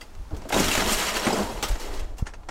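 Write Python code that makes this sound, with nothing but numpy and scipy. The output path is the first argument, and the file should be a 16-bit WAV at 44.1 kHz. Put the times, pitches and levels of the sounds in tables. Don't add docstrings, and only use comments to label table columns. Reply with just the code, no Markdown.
import sys
import numpy as np
from scipy import signal
from scipy.fft import rfft, irfft
from scipy.io import wavfile
from scipy.ndimage import uniform_filter1d

SR = 44100
rng = np.random.default_rng(int(sys.argv[2]) if len(sys.argv) > 2 else 0)


def invert_db(x):
    u = np.asarray(x, float) / 20
    return 10 ** u


def unload_wav(signal):
    wavfile.write(
        sys.argv[1],
        SR,
        np.round(np.clip(np.atleast_2d(signal).T, -1, 1) * 32767).astype(np.int16),
    )


N = 110250
LATE_PART_S = 1.8

# time_s, grit_level_db, hollow_body_weight_db, brightness_db
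SHOVE = [(.3, -61, -3, 10), (.32, -59.5, 13.5, -9), (.44, -54.5, 6, -7), (.48, -57, 10, -5),
         (.52, -44, -20, 6), (.545, -27.5, 3, 0), (.7, -25.5, -14, 0.5), (.83, -28, 2, -2),
         (.94, -27, -2.5, 3.5), (1.03, -27.5, -3, -0.5), (1.08, -29, -4, -3.5), (1.25, -28.5, -0.5, -4),
         (1.38, -32.5, 6, -1), (1.5, -40.5, 7.5, 0), (1.61, -44.5, 6.5, -2), (1.83, -43.5, 1, -1),
         (2.02, -46, 0.5, -6.5), (2.14, -63, 9.5, -4)]
# frequency_hz, density_db_per_hz
GRIT_SPECTRUM = [(530, -21), (900, -7), (1320, -5.5), (2830, -6.5), (4680, -10.5), (8150, -10),
                 (10000, -15), (12700, -15.5), (16000, -25)]
# pitch_hz, width_hz, level_db
TOTE_MODES = [(199, 64, 2), (301, 53, 1), (382.5, 74, -1), (618, 218, -2), (811, 157, -3),
              (1006, 320, -6.5), (1500, 320, -13.5)]
# start_s, peak_db, t60_s, ring_hz, rise_s
KNOCK_EVENTS = [(.009, -49, 0.19, 2700, 0.0026), (.009, -50.5, 0.12, 5000, 0.0027),
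                (.151, -49, 0.02, 3870, 0.00056), (.306, -45, 0.035, 810, 0.0018),
                (.345, -50, 0.073, 3480, .003), (.364, -48, 0.12, 6040, 0.002),
                (.419, -42, 0.034, 1390, 0.0009), (.486, -34.5, 0.033, 6640, 0.0088),
                (.501, -29.5, 0.12, 730, 0.0019), (.523, -26, 0.12, 2340, 0.004),
                (.597, -26.5, 0.12, 6300, 0.0016), (.713, -27.5, .07, 2700, 0.0017),
                (.750, -20, 0.054, 2340, 0.0023), (.773, -21.5, 0.026, 1330, 0.0044),
                (.805, -22, 0.022, 1960, 0.0008), (.822, -23.5, 0.048, 805, 0.00045),
                (.918, -28, 0.095, 7950, 0.0068), (1.02, -28, 0.2, 1110, 0.0016),
                (1.164, -25, 0.094, 2830, 0.0043), (1.195, -35, 0.06, 5450, 0.0033),
                (1.265, -24, 0.082, 1500, 0.0046), (1.327, -33.5, 0.086, 5140, 0.0011),
                (1.574, -34.5, 0.054, 735, 0.0021), (1.626, -25.5, 0.19, 2940, 0.0014),
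                (1.683, -35, 0.087, 7660, 0.0029)]
# start_s, peak_db, t60_s,
# ring_hz, rise_s
MORE_KNOCKS = [(1.708, -40, 0.064, 3730, 0.0056), (1.755, -32, 0.055, 860, 0.0023),
               (1.797, -39, 0.3, 4000, 0.0023), (1.931, -44.5, 0.24, 4800, 0.0087),
               (1.99, -41, 0.069, 2680, 0.0087), (2.178, -48, 0.12, 5570, 0.007),
               (2.19, -46.5, 0.12, 870, 0.0056), (2.165, -55.5, 0.26, 5000, 0.0093),
               (2.255, -49, 0.14, 1800, 0.0046), (2.265, -38, 0.12, 1440, 0.0036),
               (2.335, -41.5, 0.071, 1420, 0.0035), (2.432, -47, 0.047, 750, 0.00079),
               (2.485, -32, 0.051, 1390, 0.0054), (.678, -25, 0.079, 3030, 0.0074)]
# frequency_hz, density_db_per_hz
KNOCK_SPECTRUM = [(180, -15), (300, -6.5), (814, -6.5), (2000, -15), (3190, -23.5), (4370, -21),
                  (5430, -16.5), (16000, -29)]
TUBE_PITCHES = [810, 1380, 2100, 2740, 3300, 4400, 5000, 5500, 6250, 6800, 7900]
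# start_s, peak_db, t60_s
TOTE_THUMPS = [(0.309, -38.5, 0.38), (0.382, -53, 0.068), (0.333, -43.5, 0.094), (0.418, -45, 0.14),
               (0.451, -34.5, 0.11), (0.537, -24, 0.2), (0.562, -17.5, 0.11), (0.599, -24, 0.5),
               (0.772, -28, 0.43), (1.266, -21.5, 0.23), (1.325, -26, 0.33), (1.574, -28, 0.029),
               (1.627, -35.5, 0.11)]
# start_s, peak_db, pitch_hz, t60_s
TUBE_PINGS = [(0.01, -45.3, 4780, 0.071), (0.011, -46, 2740, 0.033), (0.013, -55, 8000, 0.061),
              (0.015, -42.5, 2040, 0.05), (0.523, -27, 1580, 0.03), (0.526, -36, 2646, 0.044),
              (0.526, -26, 2196, 0.024), (0.528, -24, 805.3, 0.081), (0.539, -29.7, 3785, 0.11),
              (0.544, -36, 8967, 0.04), (0.596, -28, 6520, 0.044), (0.713, -22, 2740, 0.04),
              (0.921, -31.6, 8500, 0.1), (0.922, -26, 8070, 0.04), (0.927, -30.9, 7450, 0.04),
              (1.164, -28.4, 1750, 0.036), (1.193, -33.5, 5475, 0.04), (1.251, -33, 8700, 0.035),
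              (1.267, -21.6, 747, 0.029), (1.267, -25.5, 266, 0.031), (1.269, -31, 2370, 0.04),
              (1.304, -19.5, 805, 0.027), (1.326, -30.5, 4961, 0.044), (1.327, -33, 7720, 0.056),
              (1.329, -19, 441, 0.064), (1.386, -25, 214, 0.077), (1.407, -24.5, 213, 0.076),
              (1.472, -35.5, 950, 0.12), (1.624, -35, 7400, 0.04), (1.626, -47, 2820, 0.04),
              (1.628, -31, 6174, 0.063), (1.629, -33, 8000, 0.04), (1.635, -29, 5430, 0.044),
              (1.639, -37, 3230, 0.096), (2.18, -61, 8820, 0.04), (2.182, -56, 8040, 0.073),
              (2.186, -51.9, 7423, 0.067), (2.264, -50, 4410, 0.04), (2.268, -46, 6660, 0.043),
              (2.268, -52, 6247, 0.045), (2.269, -49, 8489, 0.036), (2.339, -55, 6300, 0.05),
              (2.339, -53, 2610, 0.045), (2.34, -61, 4600, 0.045)]
# start_s, peak_db, pitch_hz, t60_s
MORE_PINGS = [
    (0.01, -46, 3300, .04),
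    (1.631, -28, 810, 0.055),
    (1.644, -32.5, 1256, .06),
    (2.183, -48.5, 2760, 0.071),
]
# start_s, peak_db
ICE_SNAPS = [(0.5027, -23), (0.5231, -16), (0.5444, -7.5), (0.6436, -11), (0.6846, 0), (0.715, -8),
             (0.7404, -8), (0.7541, -17), (0.8063, -17), (0.8237, -23), (0.8626, -10), (0.922, -10),
             (1.002, -18), (1.0678, -26)]
# time_s, level_db
WIND_GUSTS = [(0, -45.5), (.15, -43), (.21, -30.5), (.3, -40.5), (.335, -30), (.49, -42), (.57, -27.5),
              (.72, -34.5), (.95, -34), (1.08, -40.5), (1.61, -35), (1.64, -35), (1.72, -19.5),
              (1.79, -36.5), (2.04, -27.5), (2.18, -37.5), (2.3, -39.5), (2.5, -38.5)]
# frequency_hz, density_db_per_hz
WIND_SPECTRUM = [(8.8, -12), (15, 8.5), (52, -3), (100, -18), (146, -31), (200, -55), (260, -76),
                 (440, -120)]
# frequency_hz, density_db_per_hz
YARD_SPECTRUM = [(88, -28), (150, 1), (361, -1.5), (504, -5.5), (837, -3), (2220, -15.5), (6640, -20),
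                 (14500, -31), (16000, -32)]
# frequency_hz, level_db
PORT_DIFFERENCE = [(30, -42), (180, -31), (700, -33), (3000, -30), (6000, -25), (10000, -20), (14000, -22)]


def slide():
    t = np.arange(N) / SR
    start_s, stop_s = SHOVE[0][0], SHOVE[-1][0]
    moving = np.clip((t - start_s) / 0.012, 0, 1) * np.clip((stop_s - t) / 0.043 + 1, 0, 1)

    smooth_share = 0.75
    cracking = grains(11000, 2.5, 1.86, 710, 13800)
    crunch = (1 - smooth_share) * cracking + smooth_share * rng.standard_normal(N)
    rattle = invert_db(-5) * grains(2500, 1.7, 26, 1002.0, 7463)
    grit = evened(colour(evened(crunch) + rattle, GRIT_SPECTRUM))
    top = signal.sosfiltfilt(signal.butter(2, 6500, "high", fs=SR, output="sos"), grit)
    grit = grit + (invert_db(curve(SHOVE, order=3)) - 1) * top

    drum = body(clicks(750, 4.0) + rng.standard_normal(N))
    thin = evened(signal.sosfilt(signal.butter(4, 333, "high", fs=SR, output="sos"), drum))
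    drum = np.where(t < LATE_PART_S, .35 * drum + .65 * thin, thin)
    drum_weight = invert_db(curve(SHOVE, order=2) + 2.0)
    return moving * invert_db(curve(SHOVE, order=1)) * (grit * judder() + drum * judder() * drum_weight)


def judder():
    depth_db, window = 1.5, int(0.025 * SR)
    wander = uniform_filter1d(uniform_filter1d(rng.standard_normal(N), window), window)
    return invert_db(depth_db * evened(wander))


def body(drive):
    ring = np.zeros(N)
    for k, (hz, width, db) in enumerate(TOTE_MODES):
        ring += (-1) ** k * invert_db(db) * resonate(drive, hz, width) / np.sqrt(width)
    return evened(ring)


def thumps():
    t = np.arange(N) / SR
    blows = sum(strike(t - s, db, t60, 0.0043) for s, db, t60 in TOTE_THUMPS)
    return body(rng.standard_normal(N)) * blows


def knocks():
    crack = clicks(6000, 2.0) + 0.44 * rng.standard_normal(N)
    burst = evened(colour(crack, KNOCK_SPECTRUM))
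    white, out = rng.standard_normal(N), np.zeros(N)
    for s, db, t60, hz, rise in KNOCK_EVENTS + MORE_KNOCKS:
        a, b = int(s * SR), int((s + .2) * SR)
        t = np.arange(N)[a:b] / SR - s
        wide = signal.lfilter(*signal.butter(3, min(6.0 * hz, .45 * SR), fs=SR), burst[a:b])
        ring = invert_db(-10) * band(white[a:b], hz, .07 * hz)
        focus = invert_db(-2) * band(crack[a:b], hz, hz)
        out[a:b] += strike(t, db - 2.5, t60, rise) * (wide + ring + focus)
        out[a:b] += strike(t, db - 12, 1.25 * t60, rise) * jingle(crack[a:b], hz)
    return out


def jingle(crack, hz):
    out = np.zeros(len(crack))
    for tube_hz, (unshaken, q) in zip(TUBE_PITCHES, rng.random((len(TUBE_PITCHES), 2))):
        level_db = -6.0 * abs(np.log2(tube_hz / hz)) - 12 * unshaken
        out += invert_db(level_db) * band(crack, tube_hz * (1 + .04 * (q - .5)), 80)
    return evened(out)


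def pings():
    out, t = np.zeros(N + SR), np.arange(SR // 4) / SR
    rows = TUBE_PINGS + MORE_PINGS
    for (s, db, hz, t60), (phase, waver_phase) in zip(rows, rng.random((len(rows), 2))):
        waver = 1 + .02 * np.sin(2 * np.pi * (45 * t + waver_phase))
        turns = np.cumsum(hz * waver) / SR
        tone = np.sin(2 * np.pi * (turns + phase))
        out[int(s * SR):][:len(t)] += strike(t, db + 2.5, 1.3 * t60, .003) * tone
    return out[:N]


def snaps():
    out, t = np.zeros(N + SR), np.arange(SR // 4) / SR
    snap_hz, t60_s, ceiling_db = 3000, .0014, -11
    for k, (s, db) in enumerate(ICE_SNAPS):
        decay = invert_db(min(db, ceiling_db) + 1.5 - 60 * t / t60_s)
        out[int(s * SR):][:len(t)] += (-1) ** k * decay * np.cos(2 * np.pi * snap_hz * t)
    return out[:N]


def bed(x):
    t = np.arange(8000) / SR
    sparse = rng.standard_normal(8000) * (rng.random(8000) < .05)
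    taps = sparse * invert_db(-60 * t / 0.099) * (t > .003)
    return signal.oaconvolve(x, taps / np.linalg.norm(taps))[:N]


def wind():
    level_db = curve(WIND_GUSTS, order=1)
    gusts = invert_db(level_db) * evened(colour(rng.standard_normal(N), WIND_SPECTRUM + [(800, -100)]))
    calmer_db = 20 * (np.arange(N) / SR > 1.6)
    flap_db = -31.5 + 1.82 * (level_db + 28.5) - calmer_db
    return gusts + band(clicks(90, 4.0), 74.7, 37) * invert_db(flap_db)


def wind_pop():
    start_s, peak_db, fall_s, back_s = 2.224, -9, 0.00306, 0.003
    t = np.arange(N) / SR - start_s
    pop = -invert_db(peak_db) * np.clip(t / fall_s, 0, 1) * np.exp(-np.maximum(t - fall_s, 0) / back_s)
    return signal.lfilter(*signal.butter(1, 24.6, "high", fs=SR), pop)


def yard():
    level_db, late_top_db = -52, -5.5
    hush = evened(colour(rng.standard_normal(N), YARD_SPECTRUM))
    top = signal.sosfiltfilt(signal.butter(2, 1200, "high", fs=SR, output="sos"), hush)
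    late = np.arange(N) / SR > LATE_PART_S
    return invert_db(level_db) * (hush + (invert_db(late_top_db) - 1) * top * late)


def grains(per_s, spread_db, cycles, low_hz, high_hz):
    train, which, out = clicks(per_s, spread_db), rng.integers(0, 30, N), np.zeros(N)
    pitches = np.geomspace(low_hz, high_hz, num=30) * rng.uniform(0.91, 1.04, size=30)
    for k, hz in enumerate(pitches):
        turns = np.arange(1500) / SR * hz
        envelope = (1 - np.exp(-2 * turns)) * np.exp(-2 * turns / cycles)
        wavelet = hz * np.sin(2 * np.pi * turns) * envelope
        out += signal.oaconvolve(train * (which == k), wavelet)[:N]
    return evened(out)


def clicks(per_s, spread_db):
    u = rng.random((N, 3))
    size = invert_db(spread_db * np.minimum(-np.log(u[:, 1] + 1e-9), 5))
    return np.sign(u[:, 0] - .5) * size * (u[:, 2] < per_s / SR)


def strike(t, peak_db, t60, rise):
    t = np.maximum(t, 0)
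    attack = np.sin(np.pi / 2 * np.minimum(t / rise, 1)) ** 2
    return attack * invert_db(peak_db - 60 * np.maximum(t - rise, 0) / t60)


def resonate(x, hz, width):
    turn = np.exp(2j * np.pi * hz * np.arange(len(x)) / SR)
    r = np.exp(-np.pi * width / SR)
    return 2 * (turn * signal.lfilter([1 - r], [1, -r], x / turn)).real


def band(x, hz, width):
    return evened(resonate(resonate(x, hz, width), hz, 2 * width))


def evened(x):
    return x / np.sqrt(np.mean(x ** 2) + 1e-20)


def read(points, hz):
    f, value = np.transpose(points)
    return np.interp(np.log(hz + 1), np.log(f + 1), value)


def colour(x, points):
    return irfft(rfft(x) * invert_db(read(points, np.fft.rfftfreq(len(x), 1 / SR))), len(x))


def curve(table, order):
    rows = np.array(table)
    return np.interp(np.arange(N) / SR, rows[:, 0], rows[:, order])


def scene():
    near = slide() + knocks() + thumps() + pings() + snaps()
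    mid = near + invert_db(-16) * bed(near) + wind() + wind_pop() + yard()
    smear = rng.standard_normal(3000) * invert_db(-.02 * np.arange(3000))
    smeared = signal.oaconvolve(mid, smear / np.linalg.norm(smear))[:N]
    side = colour(smeared, PORT_DIFFERENCE)
    return np.array([mid + side, mid - side])


def low_pass(x):
    return signal.sosfilt(signal.butter(12, 16670, fs=SR, output="sos"), x)


def record(dry):
    ceiling, edge_hz = .33, 15830
    held = dry / (1 + (dry / ceiling) ** 6) ** (1 / 6)
    finished = irfft(rfft(held) * (np.fft.rfftfreq(N, 1 / SR) < edge_hz), N)
    return low_pass(finished)


dry = scene()
out = record(dry)
unload_wav(out)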